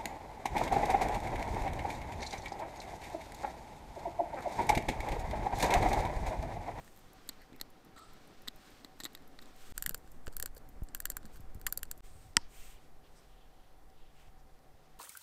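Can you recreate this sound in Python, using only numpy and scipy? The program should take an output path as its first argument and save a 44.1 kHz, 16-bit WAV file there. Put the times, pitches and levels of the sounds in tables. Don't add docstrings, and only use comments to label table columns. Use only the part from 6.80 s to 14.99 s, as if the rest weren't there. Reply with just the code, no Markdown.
import sys
import numpy as np
from scipy import signal
from scipy.fft import rfft, irfft
from scipy.io import wavfile
from scipy.ndimage import uniform_filter1d

SR = 44100
rng = np.random.default_rng(int(sys.argv[2]) if len(sys.argv) > 2 else 0)


def wav_record(signal):
    frames = np.transpose(np.atleast_2d(signal))
    bounded = np.clip(frames, -1, 1)
    quanta = np.round(bounded * 32767).astype(np.int16)
    wavfile.write(sys.argv[1], SR, quanta)


def field_ratio(decibels):
    return 10 ** (np.asarray(decibels, dtype=float) / 20)


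N = 361179
T = np.arange(N) / SR
HZ = np.maximum(np.arange(N // 2 + 1) * SR / N, 1)

# [t/s, peak level/dB, low modes/dB, high modes/dB, rebound peak level/dB]
TEETH = [(2.9784, -22.5, -0.5, -1.5, -50), (3.024, -21.5, -2, -1, -38), (3.0618, -18.5, 3, 4, -39),
         (3.0931, -19.5, -1.5, 4.5, -40), (3.145, -23, 0, -1, -64), (3.5668, -23, 0, 7, -48),
         (3.5993, -20.5, 3.5, 2.5, -52), (3.6254, -21.5, -3, -2, -48), (3.659, -21.5, -3, -3, -48),
         (4.148, -24, 3, 4, -48), (4.2025, -23.5, 4, 3.5, -58), (4.2543, -20, 4.5, 0, -42),
         (4.3009, -20.5, -7, -3, -45), (4.368, -21.5, 1.5, 1.5, -56), (4.866, -18, 4, -4, -48),
         (4.9248, -20, -1.5, 2.5, -53), (4.9747, -21, -10, 5, -44), (5.0309, -22, 1, 3.5, -61),
         (5.113, -20.5, -7.5, -3.5, -63)]
# [stop t/s, restart t/s, fade-in/s]
CHANGES = [
    (2.923, 2.935, .03),
    (5.206, 5.22, .022),
]


def shaped(gain):
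    spectrum = rng.standard_normal((len(HZ), 2)) @ [1, 1j]
    x = irfft(spectrum * gain, N)
    return x / x.std()


def colour(points):
    hz, db = np.transpose(points)
    return field_ratio(np.interp(np.log(HZ), np.log(hz), db, left=-150, right=-150))


def resonance(hz, width):
    return 1 / np.sqrt(1 + ((HZ - hz * hz / HZ) / width) ** 2)


def band(lo_hz, hi_hz):
    return 1 / np.sqrt((1 + (lo_hz / HZ) ** 8) * (1 + (HZ / hi_hz) ** 8))


def walk(rate):
    hold = int(SR / rate)
    steps = np.repeat(rng.standard_normal(N // hold + 1), hold)
    return uniform_filter1d(steps, hold)[:N]


def stroke(start, end):
    return np.sin(np.pi * np.clip((T - start) / (end - start), 0, 1))


def scene_index():
    return np.searchsorted([stop for stop, *_ in CHANGES], T)


def add(out, s, sound):
    i = int(s * SR)
    out[i:i + len(sound)] += sound[:N - i]


def contacts(rows, modes, tail_db, tail_s, seats=None):
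    out, size = np.zeros(N), 4096
    lead = 200
    t = T[:size]
    hz, width, mode_db = (c[:, None] for c in np.transpose(modes))
    rate = 1.55 * np.pi * width
    dull = field_ratio(-5 * (hz[:, 0] > 9000))
    noise = rng.standard_normal((len(rows), 2 * size + 2 * len(modes)))
    seats = seats or [(0.98, 0.99, 0, 0)] * len(rows)
    for row, grit, (bend, mid_bend, third_db, after_db) in zip(rows, noise, seats):
        s, peak_db, low_db, high_db, ms, mid_db = row
        detune, strength = grit[2 * size:].reshape(2, -1, 1)
        regions = [hz < 2400, hz < 3000, hz < 6500, hz > 9000]
        tilt_db = np.select(regions, [low_db, low_db + third_db, mid_db, high_db]) + 1.5 * strength

        level = field_ratio(mode_db + tilt_db + after_db * (width < 30))
        swelling = level * rate ** 2 * t * np.exp(-rate * t)
        pitch = hz * np.select([hz < 2400, hz < 6500], [bend, mid_bend], 1)
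        pitch = pitch + np.minimum(.012 * hz, width / 2) * detune
        rings = rfft(swelling * np.sin(2 * np.pi * pitch * t))

        u = t / (max(ms, .05) / 3000)
        blow = rfft(u * np.exp(1 - u) * grit[:size])
        power = np.abs(blow) ** 2
        blow = blow / np.sqrt(uniform_filter1d(power, size=31) / power.mean() + .15)
        rattle = rfft(field_ratio(tail_db) * np.exp(-t / tail_s) * grit[size:2 * size])

        ring_power, blow_power = np.abs(rings) ** 2, np.abs(blow) ** 2
        share = np.sqrt(blow_power.mean() * ring_power.sum(axis=1) / (ring_power @ blow_power))
        sound = irfft(blow * (share @ rings) + rattle * (dull @ rings))
        sound = np.roll(sound, lead)
        sharpest = sound[np.abs(sound).argmax()]
        add(out, s - lead / SR, -sound * field_ratio(peak_db) / sharpest)
    return out


def room():
    # [f/Hz, level per Hz/dB]
    air = [(41, -31.5), (70, -7.5), (152, -9), (351, -8.5), (431, -5), (635, -8.5), (744, -5.5), (853, -9),
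           (1580, -20), (1930, -18), (2600, -29), (14900, -29), (16000, -39)]
    # [f/Hz, width/Hz, rms level/dB]
    fan_tones = [(147, -70.5), (762, 24, -74)]
    (low_hz, low_db), (hz, width, db) = fan_tones
    low = np.sin(2 * np.pi * np.cumsum(low_hz + 1.5 * walk(20)) / SR)
    low = low * field_ratio(low_db + 1.4 * walk(3.9))
    low_scene_db = np.array((-22, 2, -0.5))
    fan = low * field_ratio(low_scene_db[scene_index()]) + field_ratio(db) * shaped(resonance(hz, width) ** 2)
    return field_ratio(-68 + 1.0 + 0.51 * walk(2.5)) * shaped(colour(air)) + fan


def hands():
    # [t/s, sway level/dB]
    sway_points = [(0, -62.5), (.3, -60), (.7, -64), (.85, -63.5), (1.12, -63), (1.3, -64.5), (2.8, -59),
                   (3.08, -49.5), (3.36, -53), (3.6, -48.5), (4.1, -51.5), (4.27, -49), (4.55, -49),
                   (5.02, -51), (5.47, -54.5), (7.2, -59.5), (7.6, -56), (7.85, -61)]
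    # [start t/s, end t/s, rub level/dB, airy top level/dB]
    slides = [(-.25, 0.343, -72.5, -65), (0.137, 0.738, -69, -74), (1.112, 1.813, -69, -76),
              (1.697, 2.106, -65, -68), (2.05, 2.45, -72, -77), (2.5, 2.85, -71, -72),
              (2.72, 3.057, -64, -61), (3.15, 3.433, -77.5, -73), (4.35, 4.73, -73, -81),
              (4.513, 4.595, -80, -63), (5.194, 5.33, -68, -64), (5.234, 5.578, -72, -67),
              (5.55, 5.72, -68, -95), (5.672, 5.987, -67.5, -57), (5.956, 6.114, -73.5, -75),
              (6.19, 6.599, -73.5, -75), (7.298, 7.529, -75, -72), (7.903, 8.299, -76, -91)]
    # [f/Hz, level per Hz/dB]
    skin = [(1000, 9), (1700, -0.5), (2600, -2.5), (3400, -2.5), (4400, -3.5), (6200, -3.5), (7400, -3.5),
            (8500, -2), (9800, -12.5), (12000, -9.5), (14100, -8.5), (15700, -11)]
    index = scene_index()
    grip_db = np.array((-63, -66.5, -78.5))
    rest_db = np.array([(-72, -77.5, -78), (-83, -78, -90)])

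    sway = field_ratio(np.interp(T, *np.transpose(sway_points)))
    grip = np.hypot(field_ratio(grip_db[index]), sway * field_ratio(-15.5))
    rub, top = field_ratio(rest_db[:, index]) ** 2
    for start, end, rub_db, top_db in slides:
        swell = stroke(start, end) ** 2
        rub = rub + swell * field_ratio(rub_db) ** 2
        top = top + swell * field_ratio(top_db) ** 2
    grain = field_ratio(0.92 * walk(61))

    creak = band(89, 2100) * (HZ ** -.7 + 0.023 * resonance(262, 86))
    out = field_ratio(5.0) * sway * field_ratio(2.0 * walk(9.6)) * shaped(band(4.5, 70) * HZ ** -1.1)
    out += field_ratio(-1.0) * grip * field_ratio(2.0 * walk(25)) * shaped(creak)
    out += field_ratio(1.0) * np.sqrt(rub) * grain * shaped(band(1300, 5500) * colour(skin))
    out += field_ratio(-4.5) * np.sqrt(top) * grain * shaped(band(6500, 18000) * colour(skin))
    return out


def escapement():
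    # [first beat t/s, end t/s]
    runs = [
        (.0458, 2.92),
        (3.032, 5.2),
    ]
    # [f/Hz, width/Hz, level/dB]
    modes = [(4300, 490, -42), (7700, 860, 13), (9400, 3100, 15), (12740, 960, 20.5), (12370, 4400, 24.5),
             (15000, 1600, -3.5), (12200, 45, -10)]
    beat_s, limp_s = 1 / 7, .002
    rows = []
    for (first, end), db in zip(runs, (-52, -47)):
        for k, s in enumerate(np.arange(first, end, beat_s)):
            s += limp_s * (k % 2)
            rows.append((s, db, 0, 0, 1.5, 0))
            rows.append((s + 0.0028, db - 17, 0, 0, 2.5, 0))
    return contacts(rows, modes, tail_db=-1.5, tail_s=0.0057)


def tweezers():
    # [t/s, peak level/dB, low modes/dB, high modes/dB, middle modes/dB]
    taps = [(0.4904, -23, -18, -2.5, -4), (0.4937, -30, -3, 2, 8), (0.7981, -43.5, 6, -3, 3),
            (0.8126, -24.5, -4, 3, 5), (1.1747, -47, 2, -11, -4), (1.6743, -36.5, 11, -1, 5),
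            (1.6787, -29, -1.5, -6, 0.5), (1.683, -24, -4.5, -2.5, 3.5), (2.0466, -35.5, 2, -8, 1.5),
            (2.2016, -31, -4, -6, -3), (2.206, -33.5, 2, 0, 2), (2.209, -48, -2, -9, 1),
            (2.236, -28.5, -16, -12, -5), (2.2434, -29, -18, -3, -1), (2.2523, -24, -1.5, 2, 3.5),
            (2.2594, -31.5, 8, 7, 10), (2.263, -44, 8, -9, 4), (2.3501, -32, 0.5, 3, 5.5),
            (2.589, -41, 5, -14, 7.5), (2.6212, -47.5, -1, -4, 2)]
    tap_ring_hz = [4130, 4200, 4250, 4300, 4000, 3900, 3900, 3830, 4000, 4000, 4000, 4000, 3960, 3900, 3850,
                   3900, 4000, 3840, 4000, 4000]
    # [t/s, peak level/dB, low modes/dB, high modes/dB]
    grazes = [(0.0774, -46.5, 9, 1), (.162, -54, -9, 12), (.174, -53, -9, 11), (.531, -56, -6, -10),
              (.61, -51, 9, -12), (0.7298, -48, 4, -10), (.7617, -50, 10, 7), (1.1628, -53, 0, -8),
              (1.416, -58, -13, -17), (1.452, -66, -13, -8), (2.3225, -54, -3, -8), (2.374, -45, 5, -9),
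              (2.4219, -56, 2, 0), (2.6574, -50, -2, -9)]
    # [f/Hz, width/Hz, level/dB]
    modes = [(1500, 920, -3.5), (1876, 190, 1), (4000, 504, 3), (4450, 370, -7), (4800, 350, -12),
             (7560, 1120, -5.5), (12180, 590, -1.5), (13300, 1320, -7.5), (14900, 700, -61),
             (7900, 140, -10)]
    tap_ms, softer_ms_per_db, firm_db = 0.9, 1.2, -39.5
    rows = []
    for s, db, low_db, high_db, mid_db in taps:
        ms = tap_ms + softer_ms_per_db * max(firm_db - db, 0)
        rows.append((s, db, low_db, high_db, ms, mid_db))
    rows += [(*graze, 1.5, 2) for graze in grazes]
    seats = [(1, hz / 4000, 0, 0) for hz in tap_ring_hz]
    seats += [(0.95, 1, 0, 0)] * len(grazes)
    return contacts(rows, modes, tail_db=-10.5, tail_s=0.0029, seats=seats)


def knocks():
    # [t/s, peak level/dB, f/Hz, polarity]
    jolts = [(0.492, -39.5, 277, 1), (.722, -40.5, 260, 1), (0.736, -41, 267, -1), (0.749, -45, 264, 1),
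             (0.813, -42, 263, 1), (1.683, -37, 247, -1), (2.047, -40, 262, 1), (2.201, -43, 280, 1),
             (2.237, -39, 292, -1), (2.253, -36, 310, 1), (3.076, -38, 153, 1), (3.105, -40, 174, 1),
             (3.107, -40.5, 470, 1), (3.147, -38, 493, -1), (3.466, -64, 60, -1), (3.477, -29, 28, 1),
             (3.479, -32.5, 463, 1), (3.635, -36, 480, 1), (3.768, -38.5, 483, 1), (4.021, -25.5, 35.8, 1),
             (4.302, -41, 520, 1), (4.446, -39, 211, -1), (4.462, -43, 218, 1), (4.598, -39, 90, -1),
             (4.753, -33, 49, 1), (4.773, -37.5, 69.6, -1), (4.978, -40, 507, 1), (5.572, -37, 29.9, 1),
             (5.57, -36.5, 75, -1), (7.94, -49, 60, 1), (7.48, -47.5, 89.8, 1)]
    out, t = np.zeros(N), T[:8192]
    for s, db, hz, sign in jolts:
        push = 1 - np.exp(-t / 0.001)
        swing = np.cos(2 * np.pi * hz * t) * np.exp(-t * (hz * 0.62 + 75)) * push
        add(out, s, np.sign(sign) * field_ratio(db) * swing)
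    load_db, load_s, release_s = -41, .011, 0.004
    lag = t - t[-1] / 2
    lean = -field_ratio(load_db) * np.exp(-np.abs(lag) / np.where(lag < 0, load_s, release_s))
    for s, *_ in TEETH:
        add(out, s - t[-1] / 2, lean)
    return out


def brushes():
    # [start t/s, end t/s, rms
    # level/dB, f/Hz, width/Hz]
    touches = [(0.585, 0.64, -70, 4300, 900), (0.59, 0.648, -65, 1900, 600), (.71, 0.806, -71, 2280, 900),
               (5.214, 5.483, -72, 8400, 1500), (5.57, 5.652, -68, 4840, 1500),
               (5.698, 6.003, -64.5, 2620, 1900), (6.235, 6.283, -71.5, 2960, 2020),
               (6.351, 6.416, -73, 5300, 1500), (6.354, 6.41, -73, 8500, 2500),
               (6.48, 6.69, -73.5, 3150, 1210), (6.654, 6.968, -78, 3100, 2000),
               (7.127, 7.338, -74.5, 3100, 1600), (7.58, 7.616, -76, 5510, 4000),
               (7.34, 7.5, -71.5, 2500, 2000), (5.273, 5.53, -60, 90, 62.4),
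               (3.517, 3.545, -68, 7500, 7000), (4.864, 4.888, -51, 1240, 350)]
    out = np.zeros(N)
    for start, end, db, hz, width in touches:
        out += field_ratio(db) * stroke(start, end) ** 0.54 * shaped(resonance(hz, width) ** 2)
    return out * field_ratio(2.0 * walk(87))


def drag():
    # [f/Hz, width/Hz, level/dB]
    modes = [(1270, 140, -1.5), (1315, 60, -14), (4000, 1700, -13), (7960, 1500, -16)]
    start_s, catch_s = 1.178, .012
    slacken_db_per_s = (140, 55, 70.4, 79)
    catch_db = -51.5 - 8 * (np.clip(start_s - T, 0, .1) / catch_s) ** 2
    late = np.maximum(T - start_s, 0)
    squeak = np.zeros(N)
    for (hz, width, db), fade in zip(modes, slacken_db_per_s):
        squeak += field_ratio(db - fade * late) * shaped(resonance(hz, width) ** 2)
    return squeak * field_ratio(catch_db + 3.1 * walk(69.8))


def date_ring():
    # [lowest ring f/Hz, third ring/dB, middle rings/dB, rebound delay/ms, after-ring/dB]
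    seating = [(1600, -1, 1, 19, 0), (1690, 3.5, -0.5, 15, 6), (1840, 0.5, 0, 13.5, -2),
               (1650, 1, 0, 16, 2), (1560, 0, 3.5, 13, 0), (1540, -4, 1, 14, -4), (1610, -3, -1, 11, -3),
               (1700, 1, -2, 13, -6), (1570, 2, 2, 16, -10), (1640, 3, 2, 19, -6), (1660, -7, -1, 13, 0),
               (1750, 0.5, -1, 15, -2), (1820, -3, -8, 13, -8), (1530, -7, -2.5, 11, -10),
               (1904, -1.5, -7, 33, 0), (1560, -4, 0, 18, -1), (1590, -9, 3, 16, 2), (1660, 2, 0, 13, -5),
               (1580, 2.5, -0.5, 13, -12)]
    # [t/s, peak level/dB, low modes/dB,
    # high modes/dB]
    slips = [(3.1204, -51, -6, 8), (3.275, -50.5, 11, -6), (3.469, -34.5, 12.5, -17), (3.479, -36, 10, -8),
             (3.527, -45.5, 2, -6), (3.535, -49, 6, -7), (3.765, -46, -1, 0), (3.768, -44, 5, -5),
             (3.772, -51, 0, 0), (3.778, -41, -13, 4), (3.781, -48, -6, 5), (4.0698, -58, -6, 0),
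             (4.0865, -46, -2, -16), (4.221, -48, 2, -4), (4.319, -39, 2, -2), (4.43, -49, 11, -10),
             (4.454, -41.5, 2.5, -11), (4.5586, -44, 8, 2), (4.565, -49, 0, 5), (4.571, -47, 8, 2),
             (3.545, -55, 3, 0), (4.157, -48, 6, -3), (4.7971, -54, -4, 8), (4.814, -41.5, 4, 3),
             (4.8696, -21, 5, 8.5), (4.873, -35, -2, -15), (5.0533, -46, 2, -8)]
    # [f/Hz, width/Hz, level/dB]
    modes = [(1600, 360, -0.5), (2150, 370, -14), (2936, 460, -9), (4600, 450, 1), (6150, 450, -6),
             (7965, 1210, -1), (11780, 990, -3.5), (13460, 1700, 0), (14600, 560, -31), (7240, 12, -11),
             (7300, 140, -2), (9200, 77, -9.5), (11100, 14, -15)]
    tooth_ms, tooth_mid_db = 1.48, -6
    rebound_low_db, rebound_high_db, rebound_ms = 5.5, -4, 1.4
    snaps, seats, loose = [], [], []
    for tooth, (ring_hz, third_db, mid_db, delay_ms, after_db) in zip(TEETH, seating):
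        s, db, low_db, high_db, rebound_db = tooth
        snaps.append((s, db, low_db, high_db, tooth_ms, tooth_mid_db + mid_db))
        seats.append((ring_hz / 1600, 1, third_db, after_db))
        loose.append((s + delay_ms / 1000, rebound_db, rebound_low_db, rebound_high_db, rebound_ms, 0))
    loose += [(*slip, 0.8, 0) for slip in slips]
    out = contacts(snaps, modes, tail_db=-20.5, tail_s=0.0064, seats=seats)
    return out + contacts(loose, modes, tail_db=-19.5, tail_s=0.0062)


def crown():
    # [t/s, peak level/dB, low modes/dB, high modes/dB, chatter/ms]
    pulls = [
        (5.533, -57.5, 10, -11, 2),
        (5.5685, -17.5, 7.5, -4, 0.55),
        (5.5684, -3.5, 0, -3, 0.088),
        (5.569, -24, 3, -2, 1.8),
        (7.397, -54.5, 15.5, -2.5, 2.7),
        (7.79, -58.5, -8, 2, 1.1),
        (7.1, -61, -9, 2, 1.8),
        (5.415, -60, -12, 18, 1.8),
    ]
    # [f/Hz, width/Hz, level/dB]
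    modes = [(197, 120, -1), (305.6, 53, -7.5), (955, 45, -4), (1450, 200, -3.5), (1900, 250, 1),
             (3150, 600, -2), (5247, 1010, 2.5), (6840, 410, -19), (7970, 800, -2), (8450, 340, -8.5),
             (11200, 900, -17), (13600, 430, -15), (14900, 600, -21)]
    return contacts([(*row, 0) for row in pulls], modes, tail_db=-55.5, tail_s=.012)


def scene():
    bench = room() + hands() + escapement() + tweezers() + knocks()
    bench += brushes() + drag() + date_ring() + crown()
    return bench[None]


def top_cut(x):
    return signal.sosfilt(signal.butter(12, 16720, fs=SR, output="sos"), x)


def record(dry):
    gate = np.ones(N)
    for stop, restart, fade in CHANGES:
        gate *= np.where(T < stop, 1, np.clip((T - restart) / fade, .02, 1))
    shelf = signal.firwin2(257, [0, 15450, 15750, SR / 2], [1, 1, .1, .05], fs=SR)
    mix = signal.oaconvolve(dry * gate, shelf[None], mode="same")
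    return top_cut(mix)


dry = scene()
out = record(dry)
wav_record(out)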